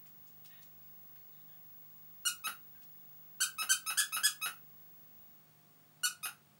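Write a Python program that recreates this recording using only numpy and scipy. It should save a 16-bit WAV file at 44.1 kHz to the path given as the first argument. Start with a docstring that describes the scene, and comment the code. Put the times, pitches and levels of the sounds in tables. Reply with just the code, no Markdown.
"""Mains hum, a picture tube's line whine and microphone hiss run throughout, in a living room with a hard floor.
A puppy's paws scuff the floor in short noise bursts, and it whimpers faintly in narrow bands of noise.
A rubber toy with a reed squeaker is squeezed six times: a loud rising squeak of summed harmonics as air
is pushed out, a softer flat one as it refills, and a pop of decaying body modes as the wall springs back."""
import sys
import numpy as np
from scipy import signal
from scipy.fft import rfft, irfft
from scipy.io import wavfile
from scipy.ndimage import uniform_filter1d

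SR = 44100
rng = np.random.default_rng(int(sys.argv[2]) if len(sys.argv) > 2 else 0)


def output_pcm(signal):
    """Save a mono or channel-first signal as 16-bit PCM at the path in sys.argv[1].

    Samples are clipped to [-1, 1] before scaling.
    """
    pcm = np.clip(np.atleast_2d(signal).T, -1, 1) * 32767
    wavfile.write(sys.argv[1], SR, np.round(pcm).astype(np.int16))


N = 290619  # length [samples]
EDGE_HZ = 16100  # upper band limit, of the reed's harmonics and of the microphone


def gain_of(db):
    """Decibels to amplitude gain."""
    return 10 ** (np.asarray(db) / 20)


def evened(x):
    """Scales to rms 1."""
    return x / np.sqrt(np.mean(x ** 2) + 1e-20)


def read(points, hz):
    """Interpolates (frequency, value) points on a log-frequency axis."""
    f, value = np.transpose(points)
    return np.interp(np.log(hz + 1), np.log(f + 1), value)


def add(mix, start, sound):
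    """Mixes a sound in at a start time in seconds, cut at the end of the mix."""
    part = mix[round(start * SR):][:len(sound)]
    part += sound[:len(part)]


def noise(size, colour):
    """Random noise of rms 1, its spectrum shaped by (frequency [Hz], level [dB]) points."""
    spectrum = rfft(rng.standard_normal(size))
    spectrum *= gain_of(read(colour, np.fft.rfftfreq(size, 1 / SR)))
    return evened(irfft(spectrum, size))


def wander():
    """A slow random drift of rms 1: white noise smoothed twice."""
    once = uniform_filter1d(rng.standard_normal(N), 3000)
    return evened(uniform_filter1d(once, 3000))


# Colour of the microphone hiss: (frequency [Hz], relative level [dB per Hz])
HISS_COLOUR = [(20, -16), (45, -25), (70, -22.5), (110, -12), (230, -11.5), (380, -19), (700, -22),
               (1130, -20.5), (2300, -25.5), (7000, -29.5), (14000, -31.5), (16500, -29.5)]
HISS_DB = -68.5  # rms level, ahead of the microphone's filters


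def hiss():
    """Steady microphone noise with a fixed colour."""
    return gain_of(HISS_DB) * noise(N, HISS_COLOUR)


# Mains hum components: (multiple of the mains frequency, mean rms level [dB])
HUM_PARTS = [(2, -86), (3, -73.5), (4, -80.5), (7, -89), (8, -89), (11, -95.5), (12, -93), (14, -81.5),
             (17, -88), (22.5, -88)]
MAINS_HZ = 50.05


def mains_hum():
    """Multiples of the mains frequency, each drifting in level and phase on its own."""
    t = np.arange(N) / SR
    hum = np.zeros(N)
    for multiple, db in HUM_PARTS:
        level = gain_of(db + 1.36 * wander())
        turns = multiple * MAINS_HZ * t + 0.059 * wander()
        hum += level * np.cos(2 * np.pi * turns)
    return np.sqrt(2) * hum  # peak level to rms level


# Line whine at the microphone, shaded by moving bodies: (time [s], rms level of the carrier [dB])
WHINE_LEVELS = [(0.0, -56.5), (0.3, -56.5), (1.06, -55), (3.3, -55), (5.15, -57.5), (5.36, -59),
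                (5.47, -67.5), (5.84, -65), (6.11, -72.5), (6.59, -71)]
# Field-rate sidebands of the whine: (offset [Hz], level against the carrier [dB])
WHINE_SIDEBANDS = [(-100, -31), (-52, -20.5), (54, -26.5), (98.5, -29)]
WHINE_HZ = 15625.2


def line_whine():
    """The picture tube's line-rate tone with field-rate sidebands; moving bodies shade it."""
    t = np.arange(N) / SR
    carrier = (0.03, 0.013)  # offset [Hz], level [dB]
    whine = np.zeros(N)
    for offset, db in [carrier] + WHINE_SIDEBANDS:
        whine += gain_of(db) * np.cos(2 * np.pi * (WHINE_HZ + offset) * t)
    shading_db = np.interp(t, *np.transpose(WHINE_LEVELS)) + 0.5 * wander()
    return np.sqrt(2) * whine * gain_of(shading_db)


# How long the living room rings: (frequency [Hz], t60 [s])
ROOM_DECAY = [(300, 0.23), (1200, 0.24), (2600, 0.21), (7000, 0.19), (14000, 0.17)]


def room(x, wet_db):
    """Direct sound, a floor bounce and a sparse tail that dies band by band; new taps on every call."""
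    taps = np.zeros(SR // 2)
    slots = np.arange(100, SR // 2 - 20, 20)
    # one reflection of random sign somewhere in each slot
    taps[slots + rng.integers(0, 20, len(slots))] = rng.choice([-1., 1.], len(slots))
    hz, t, bands = signal.stft(taps, SR, nperseg=128)
    decay = gain_of(-60 * t / read(ROOM_DECAY, hz)[:, None])
    response = signal.istft(bands * decay, SR, nperseg=128)[1]
    response *= 1 - np.exp(-np.arange(len(response)) / SR / 0.00067)  # reflections build up
    response *= gain_of(wet_db) / np.linalg.norm(response)  # tail energy against the direct sound
    response[0] += 1
    response[round(0.0031 * SR)] += 0.35  # floor bounce, about a metre farther to the microphone
    return signal.fftconvolve(x, response)


# Paw scuffs on the hard floor: (time of the peak [s], level [dB], rise [s], brightest frequency [Hz])
PAW_SCUFFS = [(0.059, -65.5, .001, 2200), (.068, -62, .002, 6760), (0.278, -67, 0.01, 7000),
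              (0.448, -58, 0.0013, 3470), (.459, -56, 0.0013, 5450), (.633, -61.5, 0.013, 6440),
              (1.158, -63.5, 0.0012, 2580), (2.82, -64.5, 0.0018, 2800), (2.835, -66, 0.0055, 6100)]
SCUFF_DECAY_S = 0.0061


def scuff(db, rise, top_hz):
    """A pad or claw grazing the floor: a short broad burst of noise, peaking 3 rises after its start."""
    t = np.arange(round((3 * rise + 5 * SCUFF_DECAY_S) * SR)) / SR - 3 * rise
    shape = np.where(t < 0, np.exp(-(t / rise) ** 2), np.exp(-t / SCUFF_DECAY_S))
    colour = [(0.1 * top_hz, -24), (0.37 * top_hz, -6), (top_hz, 0), (1.7 * top_hz, -6), (16000, -12)]
    return gain_of(db) * shape * noise(len(t), colour)


# Faint airy whimpers: (time [s], length [s], level [dB], pitch [Hz],
#                       octave against the pitch [dB], breath between them against the pitch [dB])
PUPPY_WHIMPERS = [(0.485, 0.15, -74.5, 1830, 0, 4), (0.806, .1, -85, 2400, -1, -4),
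                  (1.17, 0.061, -90, 2200, 9, -7), (1.318, 0.11, -84, 1850, 5.5, -9),
                  (1.474, 0.093, -81, 1670, 2.5, -14), (2.745, 0.027, -71.5, 1590, -11, -4)]


def whimper(length, db, hz, octave_db, breath_db):
    """A fuzzy whistle with its octave and a band of air between, fading along its length."""
    size = round(length * SR)
    progress = np.arange(size) / size

    def band(centre, share):
        """Noise peaking at the centre, 30 dB down a share of it away."""
        return noise(size, [(centre * (1 - share), -30), (centre, 0), (centre * (1 + share), -30)])

    whistle = band(hz, 0.2) + gain_of(octave_db) * band(2 * hz, 0.2)
    breath = gain_of(breath_db) * band(1.5 * hz, 0.88)
    breath *= np.exp(-((progress - 0.4) / 0.37) ** 2)
    shape = signal.windows.tukey(size, 0.3) * np.exp(-progress * 0.82)
    return gain_of(db) * (whistle + breath) * shape


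def reed(hold, first_hz, top_hz, rise, bright_db, flutter, onset_db, slack_hz, sag, release,
         dull_db, air_db, levels):
    """Pitch climbs with the pressure, holds, then sags to the slack pitch as the tone fades; air hisses through."""
    t = np.arange(round((hold + 4 * release) * SR)) / SR
    after = np.maximum(t - hold, 0)
    hz = top_hz - (top_hz - first_hz) * np.exp(-t / rise)
    hz += (slack_hz - hz) * np.clip(after / sag, 0, 1) ** 2
    hz *= 1 + flutter * evened(uniform_filter1d(rng.standard_normal(len(t)), 120))
    turns = np.cumsum(hz) / SR

    tilt_db = bright_db + dull_db * np.exp(-t / 0.0063)  # overtones grow once the reed swings fully
    tone = np.zeros(len(t))
    for k in range(1, 13):
        level = gain_of(levels(k, k * hz) + tilt_db * np.log2(k)) * (k * hz < EDGE_HZ)
        # the rubber body delays each overtone differently, which blunts the spike of the wave
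        tone += level * np.cos(2 * np.pi * (k * turns + k * k / 40))

    air = noise(len(t), [(800, -42), (2300, -15), (4000, -14), (9000, 0.0), (15000, -20)])
    air *= 1 - np.exp(-t / 0.0042)
    shape = 1 - np.exp(-t / 0.00078)
    shape *= gain_of(onset_db * np.exp(-t / 0.002))
    shape *= np.exp(-(after / release) ** 2)
    return (evened(tone) + gain_of(air_db) * air) * shape


# Squeezes of the toy: (time [s], time at pressure [s], level [dB], top pitch [Hz], pitch rise time [s])
TOY_SQUEEZES = [(2.252, 0.018, -32.5, 1451, 0.0035), (3.404, 0.017, -30, 1578, 0.0071),
                (3.692, 0.021, -29.5, 1557, 0.0048), (3.973, 0.019, -29, 1747, 0.007),
                (4.233, 0.023, -29.5, 1689, 0.0026), (6.033, 0.017, -31.5, 1484, 0.0056)]
# Harmonic levels of the reed blown outward, before tilt: (frequency [Hz], relative level [dB])
BLOWN_LEVELS = [(760, -53), (1300, -0.5), (3110, -3), (6220, -4), (9420, -1), (13400, -11), (14100, -19.5),
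                (15500, -27)]
BLOWN_START_HZ, SLACK_HZ = 1378, 1242  # first pitch, pitch as the pressure dies
BLOWN_BRIGHT_DB, BLOWN_FLUTTER = 0.42, 0.008  # tilt [dB per octave], rms pitch flutter [share]
BLOWN_AIR_DB = -14  # air against the tone


def squeeze(hold, db, top_hz, rise):
    """Air forced out through the reed: loud, bright, with a falling end."""
    return gain_of(db) * reed(
        hold, BLOWN_START_HZ, top_hz, rise, BLOWN_BRIGHT_DB, BLOWN_FLUTTER, onset_db=-1.0,
        slack_hz=SLACK_HZ, sag=0.012, release=0.013, dull_db=-3.5, air_db=BLOWN_AIR_DB,
        levels=lambda k, hz: read(BLOWN_LEVELS, hz))


# Refills of the toy: (time [s], time until the wall springs back [s], level [dB], pitch [Hz],
#                      brightness [dB per octave], rms pitch flutter [share], pop peak [dB])
TOY_REFILLS = [(2.439, 0.032, -42.5, 1286, -0.1, .0045, -28), (3.582, 0.041, -41, 1295, 0.3, 0.0038, -30),
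               (3.862, 0.041, -40, 1297, 0.9, 0.0058, -30), (4.122, 0.044, -40, 1297, 0.3, 0.0068, -28.5),
               (4.414, .046, -42, 1283, -0.3, 0.0048, -27), (6.229, 0.027, -41, 1279, 2.5, 0.016, -30.5)]
# Harmonic levels of the reed drawn inward, before tilt: (harmonic number, relative level [dB])
DRAWN_LEVELS = [(1, -1), (2, 1), (3, -4), (4, -4.5), (5, -7.5), (6, -26), (7, -4.5), (8, -1), (9, -4.5),
                (10, -3), (11, -14), (12, -20)]
DRAWN_START_HZ, STALL_HZ = 1060, 1176  # first pitch, pitch as the pressure dies
DRAWN_RISE_S, STALL_LEAD_S = 0.00178, 0.0052  # pitch rise time; the flow falters this long before the pop


def refill(hold, db, hz, bright_db, flutter):
    """Air drawn in through the reed: steady, with the sixth harmonic almost missing."""
    return gain_of(db) * reed(
        hold, DRAWN_START_HZ, hz, DRAWN_RISE_S, bright_db, flutter, onset_db=-0.32,
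        slack_hz=STALL_HZ, sag=0.0075, release=0.0054, dull_db=-3.5, air_db=-27,
        levels=lambda k, hz: DRAWN_LEVELS[k - 1][1])


# Modes of the hollow rubber body: (frequency [Hz], relative level [dB], t60 [s])
BODY_MODES = [(235, -22.5, 0.054), (482, -19, 0.011), (850, -9.5, 0.022), (1415, 5, 0.016),
              (1796, -8.5, 0.0099), (2830, 2.5, 0.012), (4290, -6, 0.012)]
# Colour of the last rush of air: (frequency [Hz], relative level [dB])
GASP_COLOUR = [(500, -18), (1500, -1), (4000, -16.5), (6800, -6), (8000, -22), (9300, -1.5), (12000, -1.5),
               (14500, -10.5)]
GASP_DB = -14  # last rush of air, against the pop's peak
POP_RISE_S = 0.0003


def pop(pop_db, gasp_db):
    """The wall springs back: one blow rings the hollow body, and the last air rushes in."""
    t = np.arange(round(0.053 * SR)) / SR
    blow = np.zeros(len(t))
    for hz, db, t60 in BODY_MODES:
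        blow += gain_of(db - 60 * t / t60) * np.sin(2 * np.pi * hz * t)
    blow *= 1 - np.exp(-t / POP_RISE_S)  # soft rubber: the blow takes a moment
    too_small_for_bass = signal.butter(3, 190, "high", fs=SR, output="sos")
    blow = signal.sosfilt(too_small_for_bass, blow)
    gasp = noise(len(t), GASP_COLOUR) * np.exp(-((t - 0.009) / 0.0058) ** 2)
    return gain_of(pop_db) * blow / abs(blow).max() + gain_of(gasp_db) * gasp


def scene():
    """Places every source in the room, over the hiss, hum and whine."""
    mix = hiss() + mains_hum() + line_whine()
    for peak, db, rise, top_hz in PAW_SCUFFS:
        add(mix, peak - 3 * rise, room(scuff(db, rise, top_hz), wet_db=0.0))
    for start, *settings in PUPPY_WHIMPERS:
        add(mix, start, room(whimper(*settings), wet_db=4.5))
    for start, *settings in TOY_SQUEEZES:
        add(mix, start, room(squeeze(*settings), wet_db=2.5))
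    for start, until, *settings, pop_db in TOY_REFILLS:
        add(mix, start, room(refill(until - STALL_LEAD_S, *settings), wet_db=3.5))
        add(mix, start + until, room(pop(pop_db, pop_db + GASP_DB), wet_db=3.0))
    return mix[None]


def record(dry):
    """The microphone's bass roll-off and the upper band limit."""
    bass_cut = signal.butter(2, 60, "high", fs=SR, output="sos")
    thin = signal.sosfilt(bass_cut, dry)
    band_limit = signal.firwin(1023, EDGE_HZ, window=("kaiser", 13), fs=SR)
    return signal.oaconvolve(thin, band_limit[None], "same")


dry = scene()
out = record(dry)
output_pcm(out)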